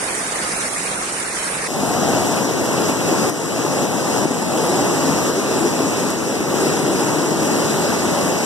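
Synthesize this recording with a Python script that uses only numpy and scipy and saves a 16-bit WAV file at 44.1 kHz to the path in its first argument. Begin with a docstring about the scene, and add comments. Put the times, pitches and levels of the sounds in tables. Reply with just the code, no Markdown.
"""Flooded street from two places

First a balcony: rain hisses on leaves over far brown water, both as banded noise with burst clicks in it.
After a cut, a phone at the kerb of a street turned torrent: a deep roar of burst air pockets, ringing gurgles,
slaps and gulps, and ticks of bright noise from drops close by.
The phone widens its image by taking from each port a late copy of the other one."""
import sys
import numpy as np
from scipy import signal
from scipy.fft import rfft, irfft, next_fast_len
from scipy.io import wavfile

SR = 44100
rng = np.random.default_rng(int(sys.argv[2]) if len(sys.argv) > 2 else 0)


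def wav_record(signal):
    """Record a signal, one row per channel, as 16-bit PCM in the file named by sys.argv[1]."""
    frames = np.transpose(np.atleast_2d(signal))
    bounded = np.clip(frames, -1, 1)
    # unit amplitude maps onto the largest positive 16-bit level
    quanta = np.round(bounded * 32767).astype(np.int16)
    wavfile.write(sys.argv[1], SR, quanta)


N = 372644
SIZE = next_fast_len(N, True)
TIME = np.arange(N) / SR   # seconds
HZ = np.arange(1, SIZE // 2 + 2) * SR / SIZE   # one bin up, so that its logarithm exists
CUT_S = 1.677   # from the balcony to the street


def from_db(db):
    """Decibels to gain."""
    return 10 ** (np.asarray(db) / 20)


def rms_one(x):
    """Scales to rms 1."""
    return x / np.sqrt(np.mean(x ** 2) + 1e-20)


def in_time(rows):
    """Columns of a curve at every sample."""
    s, *columns = np.transpose(rows)
    return [np.interp(TIME, s, c) for c in columns]


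def in_pitch(rows):
    """Columns of a spectrum at every frequency bin, straight lines over log frequency."""
    hz, *columns = np.transpose(rows)
    return np.array([np.interp(np.log(HZ), np.log(hz), c) for c in columns])


def bell(hz, centre_hz, octaves):
    """A bump of height 1 around a pitch."""
    return np.exp(-(np.log2(hz / centre_hz) / octaves) ** 2)


def bandpass(x, order, low_hz, high_hz):
    """Keeps what lies between two pitches."""
    return signal.sosfilt(signal.butter(order, [low_hz, high_hz], "band", fs=SR, output="sos"), x)


def drift(rate_hz):
    """Slow chance of spread 1: noise twice through a one-pole low-pass, drawn at every 40th sample."""
    r = np.exp(-2 * np.pi * rate_hz * 40 / SR)
    noise = rng.standard_normal(N // 40 + 2002)
    slow = signal.lfilter([1], [1, -2 * r, r * r], noise)[2000:]   # skips the start-up
    return np.interp(np.arange(N) / 40, np.arange(len(slow)), rms_one(slow))


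def ring(clicks, hz, t60):
    """A unit click sets a sine of height 1 ringing, down 60 dB after t60 seconds."""
    r, w = from_db(-60 / (t60 * SR)), 2 * np.pi * hz / SR
    return signal.lfilter([0, np.sin(w)], [1, -2 * r * np.cos(w), r * r], clicks + 1e-18)


def soft(x):
    """Water meets water gently: no click, no push of air."""
    return bandpass(x, 2, 170, 1100)


def bursts(per_s, spread_db, grain_db):
    """Countless far bursts merge into noise; the near ones stand out as clicks of very uneven size."""
    sizes_db = spread_db * np.minimum(rng.exponential(1, (2, N)), 5)
    sizes = from_db(sizes_db) * rng.choice([-1, 1], (2, N))
    near = sizes * (rng.random((2, N)) < per_s / SR)
    return rng.standard_normal((2, N)) + from_db(grain_db) * rms_one(near)


UPPER_ROAR_HZ, UPPER_ROAR_OCTAVES = 754, 0.3
RUMBLE_HZ, RUMBLE_OCTAVES = 90, 0.89


def water(drive, colour, likeness, bass_db, treble_db, treble_hz, surge_db, patchy_db, patchy_hz, octaves,
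          flicker, upper_db=0, rumble_db=0):
    """Two-channel rush in third-octave bands: treble surges together, bands near patchy_hz flicker alone; rms 1."""
    alike = np.clip(likeness, -.99, .99)
    mid, side = rfft(drive, SIZE) * np.sqrt([1 + alike, 1 - alike])
    sides = np.array([mid + side, mid - side]) * from_db(in_pitch(colour))
    place = 3 * np.log2(HZ / 30)   # third-octaves above 30 Hz
    surge, out = drift(9.0), 0
    for k in range(29):
        band = np.cos(np.pi / 2 * np.clip(place - k, -1, 1)) ** 2     # neighbours overlap and sum to one
        hz = 30 * 2 ** (k / 3)
        high = 1 / (1 + (treble_hz / hz) ** 2)
        gain_db = (1 - high) * bass_db + high * (treble_db + surge_db * surge)
        gain_db = gain_db + bell(hz, patchy_hz, octaves) * patchy_db * drift(flicker)
        gain_db = gain_db + upper_db * bell(hz, UPPER_ROAR_HZ, UPPER_ROAR_OCTAVES)
        gain_db = gain_db + rumble_db * bell(hz, RUMBLE_HZ, RUMBLE_OCTAVES)
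        out = out + from_db(gain_db) * irfft(sides * band, SIZE)[:, :N]
    return rms_one(out)


def gurgle(centre_hz, per_s, cycles, octaves):
    """Large air pockets are trapped at random and ring; most lie near the pitch of the moment; rms 1."""
    sizes_db = 2.6 * np.minimum(rng.exponential(1, N), 3)
    sizes = from_db(sizes_db) * (rng.random(N) < per_s / SR)
    pitches, dealt = np.geomspace(170, 1000, 16), rng.integers(0, 16, N)
    rings = np.zeros(N)
    for k, hz in enumerate(pitches):
        pushes = sizes * bell(hz, centre_hz, octaves) * (dealt == k)
        rings += ring(pushes, hz, cycles / hz)
    return rms_one(soft(rings))


HOLLOW_SWING, HOLLOW_RATE_HZ = 3.5, 9.0   # spread of the emptiness, speed of its drift


def hollowed(pair, mid_hollows, side_hollows):
    """Takes narrow bands out of mid and side: some always empty, others dropping out by chance."""
    out = irfft(np.array([pair[0] + pair[1], pair[0] - pair[1]]) / 2, SIZE)[:, :N]
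    for part, hollows in enumerate([mid_hollows, side_hollows]):
        for hz, width_hz, empty in hollows:
            shape = 1 / (1 + (2 * (HZ - hz) / width_hz) ** 12)
            band = irfft(rfft(out[part], SIZE) * shape, SIZE)[:N]
            out[part] -= band * np.clip(empty + HOLLOW_SWING * drift(HOLLOW_RATE_HZ), 0, 1)
    return np.array([out[0] + out[1], out[0] - out[1]])


# narrow bands of the balcony sound drop out briefly by chance, most often around 3340 Hz
DROPOUT_LOW_HZ, DROPOUT_WIDTH_HZ, DROPOUT_CENTRE_HZ = 2810, 200, 3340
DROPOUT_EMPTY, DROPOUT_LOSS_PER_OCTAVE = -0.1, 2.7   # mean emptiness at the centre, and its loss away from it
# more such bands at the top of the balcony sound: pitch_hz, width_hz, mean_emptiness (0-1 once chance is added)
TOP_HOLLOWS = [(12050, 750, 2.6), (11500, 400, -.3), (11000, 350, -1.3), (14750, 600, 1.5)]


def with_dropouts(rush):
    """A row of neighbouring bands, each dropping out on its own; the side has every second one."""
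    gaps = []
    for hz in DROPOUT_LOW_HZ + DROPOUT_WIDTH_HZ * np.arange(24):
        away_octaves = abs(np.log2(hz / DROPOUT_CENTRE_HZ))
        gaps.append((hz, DROPOUT_WIDTH_HZ, DROPOUT_EMPTY - DROPOUT_LOSS_PER_OCTAVE * away_octaves))
    return hollowed(rfft(rush, SIZE), gaps + TOP_HOLLOWS, gaps[::2] + TOP_HOLLOWS)


# the balcony, moment by moment: start_s, level_db, rain_brightness_db, low_water_wash_db
BALCONY_LEVEL = [(0.0, -21, -1, -0.4), (0.25, -22.5, 1, -0.6), (0.42, -22, 1, 1), (0.58, -23.5, 4, 1.5),
                 (0.75, -24.5, 4, 0.5), (0.92, -23, 0.5, 0.8), (1.1, -21, -1.5, -2.8),
                 (1.32, -24, 2.5, -0.5), (1.45, -22.5, 2, 0), (1.66, -23, -0.5, 1.3)]
# relative colour at the balcony: pitch_hz, left_db (per Hz), right_db (per Hz)
BALCONY_COLOUR = [(25, -10, -8), (96, -11.5, -12.5), (175, -1, -1), (500, -2, -0.5), (1660, -0.5, -2),
                  (2120, -2, -3), (3260, -12, -10), (7270, -7, -7), (9400, -18.5, 1), (10400, -23, -7),
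                  (12300, -36, -29), (12600, -39, -24), (14500, -45, -22), (15000, -48, -42)]
# how alike the two balcony channels are: pitch_hz, likeness (-1 to 1)
BALCONY_LIKENESS = [(60, 0.93), (180, 0.98), (540, 0.45), (1630, -0.042), (4890, 0.19), (14700, 0.048)]
FAR_GURGLE_DB, FAR_GURGLE_HZ = -15, 576   # lumps in the far water below, against the rush
FADE_OUT_S = .008


def balcony():
    """Rain on leaves and far water: noise with clicks in it, alike in the bass and little related above."""
    level_db, rain_db, wash_db = in_time(BALCONY_LEVEL)
    rush = water(bursts(2200, 5.9, grain_db=-13.0), BALCONY_COLOUR, in_pitch(BALCONY_LIKENESS)[0], wash_db, rain_db,
                 treble_hz=4130, surge_db=0.5, patchy_db=2.5, patchy_hz=2500, octaves=2.35, flicker=20.0)
    lumps = gurgle(FAR_GURGLE_HZ, 150, cycles=13, octaves=0.92)
    rush = with_dropouts(rush + from_db(FAR_GURGLE_DB + wash_db) * lumps)
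    return from_db(level_db) * rush * np.clip((CUT_S - TIME) / FADE_OUT_S + .5, 0, 1)


ROAR_LATE_DB, ROAR_ARRIVES_S = 7.5, 0.059   # shortfall at the cut, time constant of the catching up


def roar_arrival_db():
    """At the cut the deep roar lags behind the spray, then catches up exponentially."""
    return -ROAR_LATE_DB * np.exp(-np.maximum(TIME - CUT_S, 0) / ROAR_ARRIVES_S)


# relative colour of the street at the two ports: pitch_hz, left_db (per Hz), right_db (per Hz)
STREET_COLOUR = [(28, -44, -41), (66, -17, -19.5), (153.5, 1, -1), (282, 0, -1.5), (516, -7.5, -6.5),
                 (840, -10.5, -12.5), (1790, -20.5, -24.5), (2180, -18, -22), (2500, -18.5, -31),
                 (3300, -25.5, -34), (4240, -26, -24.5), (5670, -20.5, -25), (7670, -20.5, -24),
                 (9960, -27, -30), (14100, -35, -36)]
# upper roar, about 750 Hz: start_s, level_db
UPPER_ROAR = [(1.7, 2.5), (2.2, -1), (2.6, -2), (2.9, .6), (3.15, 0.5), (3.45, -1.3), (3.78, 1.6),
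              (4.0, 1.2), (4.4, 2.5), (4.8, 1.1), (5.1, -2), (5.45, -1.6), (5.75, .1), (6.1, -1.5),
              (6.5, -1.5), (6.9, 0), (7.3, -0.3), (7.7, -1.5), (8.1, 0.3), (8.45, 1)]
# deepest rumble, about 90 Hz: start_s, level_db
RUMBLE = [(1.7, 4), (2.0, 4.5), (2.5, 1.5), (3.4, 0.2), (4.6, 1.1), (5.8, -0.5), (6.8, 0), (8.45, 0.5)]


def torrent(roar_db):
    """Roar and spray at the kerb: burst air pockets merged into noise, its low bands rising and sinking."""
    return water(bursts(1500, 3.4, grain_db=-8.0), STREET_COLOUR, in_pitch(PORTS)[0], roar_db, 0,
                 treble_hz=2130, surge_db=0.2, patchy_db=1.03, patchy_hz=6950, octaves=5.7, flicker=13.6,
                 upper_db=in_time(UPPER_ROAR)[0], rumble_db=in_time(RUMBLE)[0])


# churning water at the kerb: start_s, gurgle_db (against the roar), pitch_hz
CHURN = [(1.68, -12, 600), (2.2, -9, 676), (2.6, -10.5, 645), (3.1, -13, 410), (3.4, -14, 500),
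         (3.9, -10, 600), (4.3, -23, 400), (4.55, -20, 400), (4.72, -10, 480), (4.9, -10, 340),
         (5.2, -14, 390), (5.65, -5, 340), (5.9, -9.5, 326), (6.3, -8, 344), (6.6, -5.5, 350),
         (7.0, -6, 393), (7.5, -10.5, 387), (8.45, -15, 480)]


def churn(roar_db):
    """Trapped air pockets ring in the torrent, their common pitch wandering."""
    gurgle_db, gurgle_hz = in_time(CHURN)
    return from_db(roar_db + gurgle_db) * gurgle(gurgle_hz, 500, cycles=21.4, octaves=0.44)


# sudden drops of the street level: start_s, depth_db
DIPS = [(1.68, 3.5), (2.91, 2.5), (3.304, 6.5), (3.86, 2.5), (4.255, 4), (5.31, 2.5), (5.69, 1.5),
        (6.115, 2.5)]
DIP_FALL_S, DIP_RECOVERY_S = 0.013, 0.44


def dips():
    """Each dip falls within a blink and fades away exponentially; dB."""
    since = TIME - np.array(DIPS)[:, :1]
    shape = np.clip(since / DIP_FALL_S + .5, 0, 1) * np.exp(-np.maximum(since, 0) / DIP_RECOVERY_S)
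    return -np.array(DIPS)[:, 1] @ shape


# the torrent at the kerb, before dips and widening: start_s, level_db
STREET_LEVEL = [(1.68, -17), (2.15, -15.5), (2.55, -18.5), (2.9, -16.5), (3.02, -16.5), (3.1, -15),
                (3.3, -16), (4.25, -15.5), (4.5, -16.5), (4.62, -15), (4.85, -15), (5.05, -16),
                (5.5, -16.5), (5.62, -16), (6.1, -17.5), (6.48, -18.5), (6.62, -15.5), (6.81, -18),
                (7.0, -17), (7.35, -18.5), (7.5, -16.5), (8.45, -17.5)]
# the phone turns; balance before the widening: start_s, left_minus_right_db
PAN = [(1.68, 0.1), (3.2, 0.5), (4.2, 0.4), (5.0, -1.2), (6.2, 0), (7.2, -0.5), (7.7, -1), (8.45, -1)]


def street_level_db():
    """Level of the torrent at the left and right port, dips and turning included."""
    level_db, = in_time(STREET_LEVEL)
    pan_db, = in_time(PAN)
    return level_db + dips() + pan_db / 2 * [[1], [-1]]


# a wave slaps the kerb: start_s, strength_db (before softening), pitch_hz
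SLAPS = [(1.831, -2, 261), (1.834, -6.5, 700), (2.418, -5, 476), (2.906, -10, 740), (3.126, -4, 283),
         (3.246, -11, 487), (3.318, -9, 269), (3.649, -4, 340), (4.254, 0.5, 315), (4.308, -3.5, 270),
         (4.73, -18, 380), (4.82, -6, 332), (5.083, -7, 298), (5.186, -6, 480), (5.3, -7, 420),
         (5.66, -4.5, 350), (5.804, -1, 374), (6.541, -3, 342), (6.658, -11, 374), (6.865, -11, 301),
         (7.004, -6.5, 380), (7.319, -2, 360), (7.553, -15, 301), (7.761, -7, 293), (8.26, -3, 293)]


def slaps():
    """A slap traps an air pocket that rings for a few cycles."""
    out = np.zeros(N)
    for s, strength_db, hz in SLAPS:
        push = np.zeros(N)
        push[round(s * SR)] = from_db(strength_db)
        out += ring(push, hz, 7.9 / hz)
    return soft(out) * from_db([[.1], [-1.5]])   # left, right


# big pockets that swell and sing: start_s, length_s, level_db, pitch_hz, rise (end pitch over first pitch)
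GULPS = [(2.062, 0.059, -23, 771, 1.03), (2.131, 0.066, -20, 520, 1.3), (4.671, 0.12, -18, 360, 1.13),
         (4.77, .05, -21.5, 739, 1.1), (4.999, 0.19, -15.5, 260, 1.1), (5.36, 0.054, -16.5, 361, 1.18),
         (5.563, .15, -16.5, 317, 1.13), (6.54, 0.067, -18, 347, 1.03), (7.283, 0.092, -16, 320, 1.05)]


def gulps():
    """Each pocket is a soft tone that rises as it nears the surface."""
    out = np.zeros(N)
    for s, length, level_db, hz, rise in GULPS:
        u = np.clip((TIME - s) / length, 0, 1)
        turns = hz * length * (u + (rise - 1) * u * u / 2)
        out += from_db(level_db) * np.sin(np.pi * u) ** 2 * np.sin(2 * np.pi * turns)
    return out * from_db([[.1], [-1.5]])   # left, right


# drops that strike close to the phone: start_s, strength_db, top_hz (upper edge of the tick)
TICKS = [(3.295, -12, 12500), (5.029, -18, 9500), (5.038, -18, 8800), (5.110, -21, 10500),
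         (6.104, -9, 12000)]


def ticks():
    """A drop is a millisecond of bright noise."""
    out = np.zeros(N)
    fade = np.exp(-np.arange(300) / SR / .0007)
    for (s, strength_db, top_hz), noise in zip(TICKS, rng.standard_normal((len(TICKS), 300))):
        at = round(s * SR)
        burst = 3 * noise / np.abs(noise[:30]).max() * fade
        out[at:at + 300] += from_db(strength_db) * bandpass(burst, 3, 6200, top_hz)
    return out * from_db([[.1], [-6]])   # left, right


# two ports of the phone: pitch_hz, likeness (-1 to 1), right_lag (radians), late_copy_share (taken away, 0-1)
PORTS = [(40, 0.82, 0.43, 0.56), (204, 1, 0.18, 0.81), (350, 0.75, 0.055, 0.46), (730, 0.48, 0.49, 0.6),
         (1050, 0.14, 0.2, 0.79), (2300, 0.49, .05, 0.86), (2800, 0.042, .05, 1), (3440, 0.022, .05, 0.81),
         (4450, 0.28, .05, 0.71), (6030, 0.036, 0.059, 0.58), (6840, 0.054, .05, 0.23),
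         (7800, 0.05, .05, 0.5), (9100, 0.085, .05, 0.22), (10200, 0.07, .05, 0.2),
         (13000, 0.077, .05, 0.34)]
LATE_COPY_S = 0.0004472


def widened(pair):
    """Each port loses a late copy of the other: notches appear at even steps in mid and side."""
    _, lag, share = in_pitch(PORTS)
    left, right = rfft(pair, SIZE)
    right = right * np.exp(-1j * lag)
    late = np.clip(share, 0, 1) * np.exp(-2j * np.pi * HZ * LATE_COPY_S)
    return [left - late * right, right - late * left]


# narrow bands missing from mid and side: some always empty, others dropping out by chance:
# pitch_hz, width_hz, mean_emptiness (held to 0-1 once chance is added)
MID_HOLLOWS = [(2268, 250, 15), (2207, 304, 2.5), (2373, 350, 3), (2067, 180, -2.5), (2560, 146, -2.2),
               (4100, 220, -4), (4700, 180, -4), (4320, 360, 0.9), (4450, 250, 2.3), (4530, 220, 0),
               (6430, 240, -1.5), (6730, 200, -1), (11100, 400, -4), (13350, 500, 1)]
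SIDE_HOLLOWS = [(1140, 130, 4), (3420, 350, 6), (5520, 200, -1.5), (10100, 400, -1.3)]
FADE_IN_S, STREET_TOP_HZ = .012, 14300


def street():
    """The torrent and its near splashes at the two ports, widened, less some narrow bands and the top."""
    roar_db = roar_arrival_db()
    rush = (torrent(roar_db) + churn(roar_db)) * from_db(street_level_db())
    rush = rush * np.clip((TIME - CUT_S) / FADE_IN_S + .5, 0, 1)
    wide = widened(rush + slaps() + gulps() + ticks())
    wide = hollowed(wide, MID_HOLLOWS, SIDE_HOLLOWS)
    return signal.sosfilt(signal.ellip(12, .5, 60, STREET_TOP_HZ, fs=SR, output="sos"), wide)


def scene():
    """One place after the other."""
    return balcony() + street()


def record(dry):
    """The top is cut: 70 dB down from 15350 Hz up."""
    return signal.sosfilt(signal.cheby2(14, 70, 15350, fs=SR, output="sos"), dry)


dry = scene()
out = record(dry)
wav_record(out)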